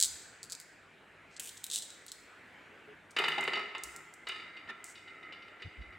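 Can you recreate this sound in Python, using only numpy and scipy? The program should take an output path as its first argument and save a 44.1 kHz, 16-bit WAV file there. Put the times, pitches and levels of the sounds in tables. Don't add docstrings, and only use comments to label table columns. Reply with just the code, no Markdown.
import sys
import numpy as np
from scipy import signal
from scipy.fft import rfft, irfft
from scipy.io import wavfile
from scipy.ndimage import uniform_filter1d

SR = 44100
rng = np.random.default_rng(int(sys.argv[2]) if len(sys.argv) > 2 else 0)


def transcribe(signal):
    frames = np.atleast_2d(signal).T
    limited = np.clip(frames, -1, 1)
    pcm = np.round(limited * 32767).astype(np.int16)
    wavfile.write(sys.argv[1], SR, pcm)


N = 263718
T = np.arange(N) / SR
FFT_SIZE = 4096
HZ = np.fft.rfftfreq(FFT_SIZE, 1 / SR)

# start in seconds, relative level in dB,
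# brightness in dB per octave, level of the second landing in dB against the first.
DROPS = [(3.1640, -18.5, 2.5, 0), (3.1965, -21, -2, -3), (3.2383, -19.5, 2, -7.5), (3.2798, -19, 0, -11),
         (3.3175, -23, 1, -5), (3.3805, -22, -3, -19), (3.4255, -25, -1, -3), (3.4759, -20.5, -1, -13),
         (3.5322, -21.5, 3, -4), (3.57, -25.5, -2.5, -0.5), (3.7485, -26.5, 0, -9), (3.9398, -43, -6.5, -4),
         (4.2692, -26.5, 3.5, 2.5), (4.318, -30, 2.5, -7.5), (4.358, -32.5, 2.5, -9), (4.3973, -37, 9, -3),
         (4.5674, -36, 4, -9), (4.6745, -39.5, -1.5, 8), (4.953, -39.5, 13, -2.5), (5.076, -38.5, 5.5, -8),
         (5.2279, -41, 6.5, -11), (5.323, -34, 5, -11.5), (5.422, -43, 12.5, -10), (5.4794, -40.5, 3, -17),
         (5.598, -44.5, 5, 12), (5.8135, -44, 6, -8.5), (5.9243, -46, 4, -15)]
# time in seconds,
# resonance of the hollow in Hz, its extra strength in dB, share sent into the room in dB.
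HOLLOW = [(0, 4280, 0, -11.5), (.52, 4580, 3.5, -10.5), (1.36, 4300, 6, -20), (1.40, 2970, 3, -14),
          (1.49, 3780, 5.5, -3.5), (1.76, 3770, 4, -9.5), (2.12, 4140, 5.5, -6.5), (3.2, 4650, 0, -6),
          (4.85, 5330, -10, -8.5)]


def amp(db):
    return 10 ** (np.asarray(db) / 20)


def unit_energy(x):
    return x / np.sqrt(np.sum(x ** 2) + 1e-20)


def unit_rms(x):
    return x / np.sqrt(np.mean(x ** 2) + 1e-20)


def curve_at(points, hz):
    point_hz, value = np.transpose(points)
    return np.interp(np.log(hz + 1), np.log(point_hz + 1), value)


def above(hz, order):
    return 1 - 1 / (1 + (HZ / hz) ** order)


def add(mix, start_s, sound):
    part = mix[max(round(start_s * SR), 0):][:len(sound)]
    part += sound[:len(part)]


def minimum_phase(db):
    cepstrum = irfft(np.log(amp(np.maximum(db, -100))))
    cepstrum[1:FFT_SIZE // 2] *= 2
    cepstrum[FFT_SIZE // 2 + 1:] = 0
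    return unit_energy(irfft(np.exp(rfft(cepstrum))))


def diffuse_burst(t60, rise_s):
    t = T[:FFT_SIZE * 2]
    return unit_energy(rng.standard_normal(len(t)) * amp(-60 * t / t60) * (1 - np.exp(-t / rise_s)))


def room_noise(side_db=-12, patchy_db=2):
    # frequency in Hz, relative level in dB.
    spectrum = [(30, -45), (55, -15.5), (76, -15), (97, -12.5), (125, -16.5), (160, -15), (200, -10),
                (420, -9), (560, -12), (1100, -14.5), (1500, -7.5), (2300, -10.5), (3700, -24.5),
                (5600, -35.5), (8000, -34), (10500, -42.5), (13000, -46), (16000, -48)]
    # time in seconds, relative level in dB.
    levels = [(0, -59), (.7, -62), (1.3, -60.5), (1.8, -62.5), (2.03, -60.5), (2.15, -62.5), (2.4, -58.5),
              (2.8, -59), (3.1, -61.5)]
    hz = np.fft.rfftfreq(1024, 1 / SR)
    shape = (2, N // 256 + 5, len(hz))
    bins = rng.standard_normal(shape) + 1j * rng.standard_normal(shape)
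    drift = uniform_filter1d(rng.standard_normal(shape[1:]), size=12, axis=0)
    patches = unit_rms(uniform_filter1d(drift, size=10, axis=1))
    bins *= amp(curve_at(spectrum, hz) + patchy_db * patches)
    mid, side = signal.istft(bins.transpose(0, 2, 1), nperseg=1024, noverlap=768)[1][:, :N]
    gain = amp(np.interp(T, *np.transpose(levels)) + 2.5)
    return gain * (unit_rms(mid) + amp(side_db) * unit_rms(side) * np.array([[1], [-1]]))


def hum(waver=.4):
    # frequency in Hz, level in dB.
    tones = [(53, -83), (98, -75.5), (157, -77)]
    drifts = unit_rms(uniform_filter1d(rng.standard_normal((len(tones), N)), size=6000, axis=1))
    return sum(amp(db) * np.sin(2 * np.pi * (hz * T + rng.random())) * (1 + waver * drift)
               for (hz, db), drift in zip(tones, drifts))


def reverberation(x, gap_s=0.0008, side_db=-8):
    # frequency in Hz, time to fall 60 dB in seconds.
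    decay_times = [(150, .6), (1000, 1), (3500, 0.84), (8000, 0.73), (11000, 0.48), (15000, 0.67)]
    hz, t, bins = signal.stft(rng.standard_normal((2, SR)), SR, nperseg=256)
    bins = bins * amp(-60 * t / curve_at(decay_times, hz)[:, None])
    onset = np.clip(T[:SR] / gap_s - 1, 0, 1)
    mid, side = signal.istft(bins, SR, nperseg=256)[1][:, :SR] * onset
    tails = unit_energy(mid) + amp(side_db) * unit_energy(side) * np.array([[1], [-1]])
    return signal.fftconvolve(x[None], tails, axes=1)[:, :N]


def bumps():
    # start in seconds, level in dB, pitch in Hz, length in seconds.
    blows = [(0.024, -63, 79, 0.16), (1.508, -66, 65.4, 0.034), (2.87, -52, 423, 0.071),
             (3.377, -31.5, 820, 0.021), (3.821, -62, 62, 0.14), (4.685, -40.5, 1792, 0.029),
             (4.688, -57.5, 220, .04), (5.641, -43.5, 94, .045), (5.773, -41, 59.7, 0.053),
             (5.848, -53.5, 60.5, 0.061), (5.909, -60, 94.7, 0.091)]
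    out = np.zeros((2, N))
    for start, db, hz, length in blows:
        t = T[:round(length * SR)]
        band = signal.butter(2, [hz / 2, 2 * hz], "bandpass", fs=SR, output="sos")
        for channel in out:
            rumble = signal.sosfilt(band, rng.standard_normal(SR))[-len(t):]
            swings = np.sin(2 * np.pi * hz * t) + .3 * unit_rms(rumble)
            add(channel, start, amp(db) * signal.windows.tukey(len(t), .5) * swings)
    return out


def ramp_ring(tilt_db, spread_db, t60_s=0.17, damping=0.2):
    # frequency in Hz, relative level in dB.
    modes = [(157, -17), (383, -10), (415, -6), (460, -8), (813, -9), (1061, -12), (1237, -6), (1276, -4),
             (1365, 2), (1403, -8), (1789, -4), (1868, -9), (1978, -4), (2025, -2), (2053, -3), (2081, -3),
             (2118, -5), (2273, -4), (2346, -4), (2488, -8), (2701, -4), (2838, -1), (2891, -2), (2934, -2),
             (2966, -3), (3585, -7), (3860, -7), (4600, -14), (4840, -17), (5450, -22)]
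    hz, db = np.transpose(modes)[:, :, None]
    t = T[:SR // 2]
    db = db + tilt_db * np.log2(hz / 2000) + spread_db * rng.standard_normal(hz.shape)
    t60 = t60_s * (2000 / hz) ** damping
    phase = 2 * np.pi * (hz * t + rng.random(hz.shape))
    return unit_energy((amp(db - 60 * t / t60) * np.sin(phase)).sum(0))


def dip_ring(tilt_db, spread_db=4.5, t60_s=0.12, rise_s=0.0024, detune=.012):
    # frequency in Hz, relative level in dB.
    modes = [(375, -5), (1280, 1.5), (1800, 1), (2480, 1.5), (2825, 2), (2966, -3), (3580, -6), (3860, -9),
             (4600, -13), (4980, -26), (5500, -20.5)]
    hz, db = np.transpose(modes)[:, :, None]
    t = T[:FFT_SIZE * 2]
    db = db + tilt_db * np.log2(np.maximum(hz, 800) / 2000) + spread_db * rng.standard_normal(hz.shape)
    detuned_hz = hz * (1 + detune * rng.standard_normal(hz.shape))
    phase = 2 * np.pi * (detuned_hz * t + rng.random(hz.shape))
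    envelope = amp(-60 * t / t60_s) * (1 - np.exp(-t / rise_s))
    return unit_energy((amp(db) * np.sin(phase)).sum(0) * envelope)


def rolling(grain_db=6.5, blows_per_s=500, ring_db=-1.0, lurch_db=3, surge_db=3, surge_s=0.073):
    # frequency in Hz, relative level in dB.
    spectrum = [(100, -19.5), (350, 5), (480, -11.5), (700, 0.5), (900, -5), (1130, -10), (1300, 9.5),
                (1600, -7.5), (2050, 12), (2650, -9.5), (2950, -3.5), (3250, -29), (3850, -25.5),
                (4150, -30), (6000, -56), (15000, -52)]
    # time in seconds, relative level in dB.
    levels = [(3.169, -45), (3.58, -46), (3.7, -56.5), (3.85, -53), (4.2, -66), (4.4, -56.5), (4.95, -59.5),
              (5.18, -57), (5.46, -60), (5.56, -63.5), (5.98, -59)]
    sizes = amp(grain_db * np.minimum(rng.exponential(1, N), 2)) * rng.choice([-1, 1], N)
    lurch = np.tanh(unit_rms(uniform_filter1d(rng.standard_normal(N), size=900)))
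    blows = sizes * (rng.random(N) < blows_per_s / SR) * amp(lurch_db * lurch)
    drop_times = np.sort(np.transpose(DROPS)[0])
    since_drop = abs(T - drop_times[np.maximum(np.searchsorted(drop_times, T) - 1, 0)])
    surge = surge_db * (np.exp(-since_drop / surge_s) - 0.6)
    times, db = np.transpose(levels)
    force = unit_rms(blows) * amp(np.interp(T, times, db) + surge) * (T > times[0])
    body = minimum_phase(curve_at(spectrum, HZ))
    out = signal.oaconvolve(force, body)[:N]
    stretches, crossing_s = 5, .16
    stretch = (T // crossing_s).astype(int) % stretches
    for k in range(stretches):
        ring = unit_energy(signal.fftconvolve(body, ramp_ring(tilt_db=-3, spread_db=4.5)))
        out += amp(ring_db) * signal.oaconvolve(force * (stretch == k), ring)[:N]
    return out


def landings(hop_s=.0218, first_bass_db=-0.5, second_bass_db=-4):
    first = [(start, db, tilt_db, first_bass_db) for start, db, tilt_db, _ in DROPS]
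    second = [(start + hop_s, db + hop_db, tilt_db, second_bass_db)
              for start, db, tilt_db, hop_db in DROPS]
    return first + second


def knocks(clack_db=15.0, dip_db=9.5, ring_db=10, rise_s=0.0013):
    # frequency in Hz, relative level in dB.
    spectrum = [(100, -35.5), (250, -12), (430, -3), (600, -7), (820, -1), (1350, -5.5), (1600, -2.5),
                (2050, 0), (2500, -4.5), (2900, 5.5), (3250, -12), (3800, -5), (4250, -18.5), (4700, -11),
                (5400, -28), (7500, -26.5), (15000, -50.5)]
    full_knock_db, clack_slope = -21.5, 0.23
    out = np.zeros(N)
    for start, db, tilt_db, bass_db in landings():
        tilt = tilt_db * np.log2(np.maximum(HZ, 800) / 2000) * (1 - above(hz=6360, order=8))
        bass = bass_db * (1 - above(hz=1030, order=6))
        pulse = minimum_phase(curve_at(spectrum, HZ) + tilt + bass)
        clack = unit_energy(signal.fftconvolve(pulse, diffuse_burst(t60=0.054, rise_s=rise_s)))
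        add(out, start, amp(db + clack_db - clack_slope * (full_knock_db - db)) * clack)
        add(out, start, amp(db + dip_db) * dip_ring(tilt_db))
        ring = ramp_ring(tilt_db, spread_db=4.0)
        add(out, start, amp(db + ring_db) * ring * (1 - np.exp(-T[:len(ring)] / rise_s)))
    return out


def near_echoes(t60=0.039, scatter_db=-2.0, palm_s=.00027, palm_db=-7):
    echoes = amp(scatter_db) * diffuse_burst(t60, rise_s=0.000357)
    echoes[0] += 1
    echoes[round(palm_s * SR)] += amp(palm_db)
    return echoes


def glass_pulse(start, top_db, peak_db=6, peak_width_hz=560, notch_db=1.5, notch_width_hz=700):
    # frequency in Hz, relative level in dB.
    spectrum = [(300, -23.5), (2000, -8.5), (4200, -9), (5400, -4), (6700, -2), (8100, 2), (9300, -4.5),
                (11000, -16.5), (12500, -17.5), (15000, -21.5)]
    times, hollow_hz, hollow_db, _ = np.transpose(HOLLOW)
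    hz, extra_db = np.interp(start, times, hollow_hz), np.interp(start, times, hollow_db)
    peak = (peak_db + extra_db) / (1 + ((HZ - hz) / peak_width_hz) ** 2)
    notch = notch_db * np.clip(extra_db / 2, 0, 1) / (1 + ((HZ - 1.88 * hz) / notch_width_hz) ** 2)
    top = top_db * above(hz=9500, order=12)
    low_cut = 20 * (1 - above(hz=0.65 * hz, order=14))
    return minimum_phase(curve_at(spectrum, HZ) + peak - notch + top - low_cut)


def bounce_run(start, db, gap_s, loss_db, top_db, count=8, gap_ratio=.96):
    gaps = gap_s * gap_ratio ** np.arange(count - 1)
    times = start + np.concatenate([[0], np.cumsum(gaps)])
    return [(time, db - loss_db * k, top_db) for k, time in enumerate(times)]


def clicks(uneven_db=3, contacts_per_s=2200):
    # start in seconds, relative level in dB, gain above 9.5 kHz in dB.
    singles = [(.0018, -11, 4), (.0123, -10, 2), (.026, -5, 4), (.0357, -7.5, -1), (.0453, -13, -4.5),
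               (.5218, -21, 4), (.5509, -28, -2), (1.3658, -32.5, -21), (1.4925, -29, 1), (1.6376, -37, -2),
               (1.6414, -19, 15), (1.6663, -28, 9), (1.701, -23.5, -2), (1.7596, -20, 6),
               (1.904, -32.5, -6), (2.0649, -33.5, 17), (2.118, -24.5, 5), (3.1898, -29, 13),
               (3.2856, -29.5, 11), (3.41, -31, 5), (3.44, -33, 9), (3.7822, -36.5, -10),
               (3.8366, -20.5, 7.5), (3.963, -29, 5), (4.139, -37, 5), (4.288, -32, 5.5), (4.8427, -28, 5)]
    # start in seconds, first relative level
    # in dB, first gap in seconds, loss per bounce in dB, gain above 9.5 kHz in dB.
    bounces = [(0.05, -14.5, 0.0085, 4.2, 4), (0.4306, -27, 0.0094, 5.5, 3), (0.4989, -30.5, 0.0058, 2, 0),
               (0.5272, -24.5, .003, 5, 0), (0.6005, -30, 0.013, 8, 9.5), (1.3972, -21, .0028, 3.5, 9),
               (1.571, -39, .003, 4, 2), (1.7137, -20.5, .0073, 2.5, 0), (1.7353, -20, .007, 5, 3),
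               (1.7492, -18, .0104, 3, 3), (1.823, -26, 0.0037, 3.5, -4), (2.0821, -33.5, 0.0039, 2.5, -7)]
    # start in seconds, length in seconds, level in dB,
    # gain above 9.5 kHz in dB.
    chatters = [(1.3, 0.064, -67, -18), (1.358, 0.029, -56, -11), (1.4, 0.11, -47.5, 9.5),
                (1.569, .0134, -52, -1), (1.715, 0.089, -39.5, 2), (3.104, 0.019, -59, 5),
                (3.841, 0.12, -63, -0.5), (4.838, 0.1, -55.5, -2)]
    out = np.zeros(N)
    rebounds = [hit for run in bounces for hit in bounce_run(*run)]
    for start, db, top_db in list(singles) + rebounds:
        add(out, start, amp(db + 5.0) * signal.fftconvolve(glass_pulse(start, top_db), near_echoes()))
    for start, length, db, top_db in chatters:
        n = round(length * SR)
        contacts = (rng.random(n) < contacts_per_s / SR) * rng.choice([-1, 1], n)
        strengths = amp(uneven_db * rng.standard_normal(n))
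        chatter = unit_rms(contacts * strengths) * signal.windows.tukey(n, .5)
        add(out, start, amp(db) * signal.fftconvolve(chatter, glass_pulse(start, top_db)))
    return out


def scene():
    glass = clicks()
    wood = knocks() + rolling()
    times, _, _, room_db = np.transpose(HOLLOW)
    echoes = reverberation(amp(np.interp(T, times, room_db)) * glass + amp(-5.5) * wood)
    return glass + wood + bumps() + echoes + room_noise() + hum()


def record(dry, low_cut_hz=42, high_cut_hz=16100):
    thinned = signal.sosfilt(signal.butter(4, low_cut_hz, "highpass", fs=SR, output="sos"), dry)
    low_pass = signal.firwin(255, high_cut_hz, window=("kaiser", 9), fs=SR)
    return signal.oaconvolve(thinned, low_pass[None], "same")


dry = scene()
out = record(dry)
transcribe(out)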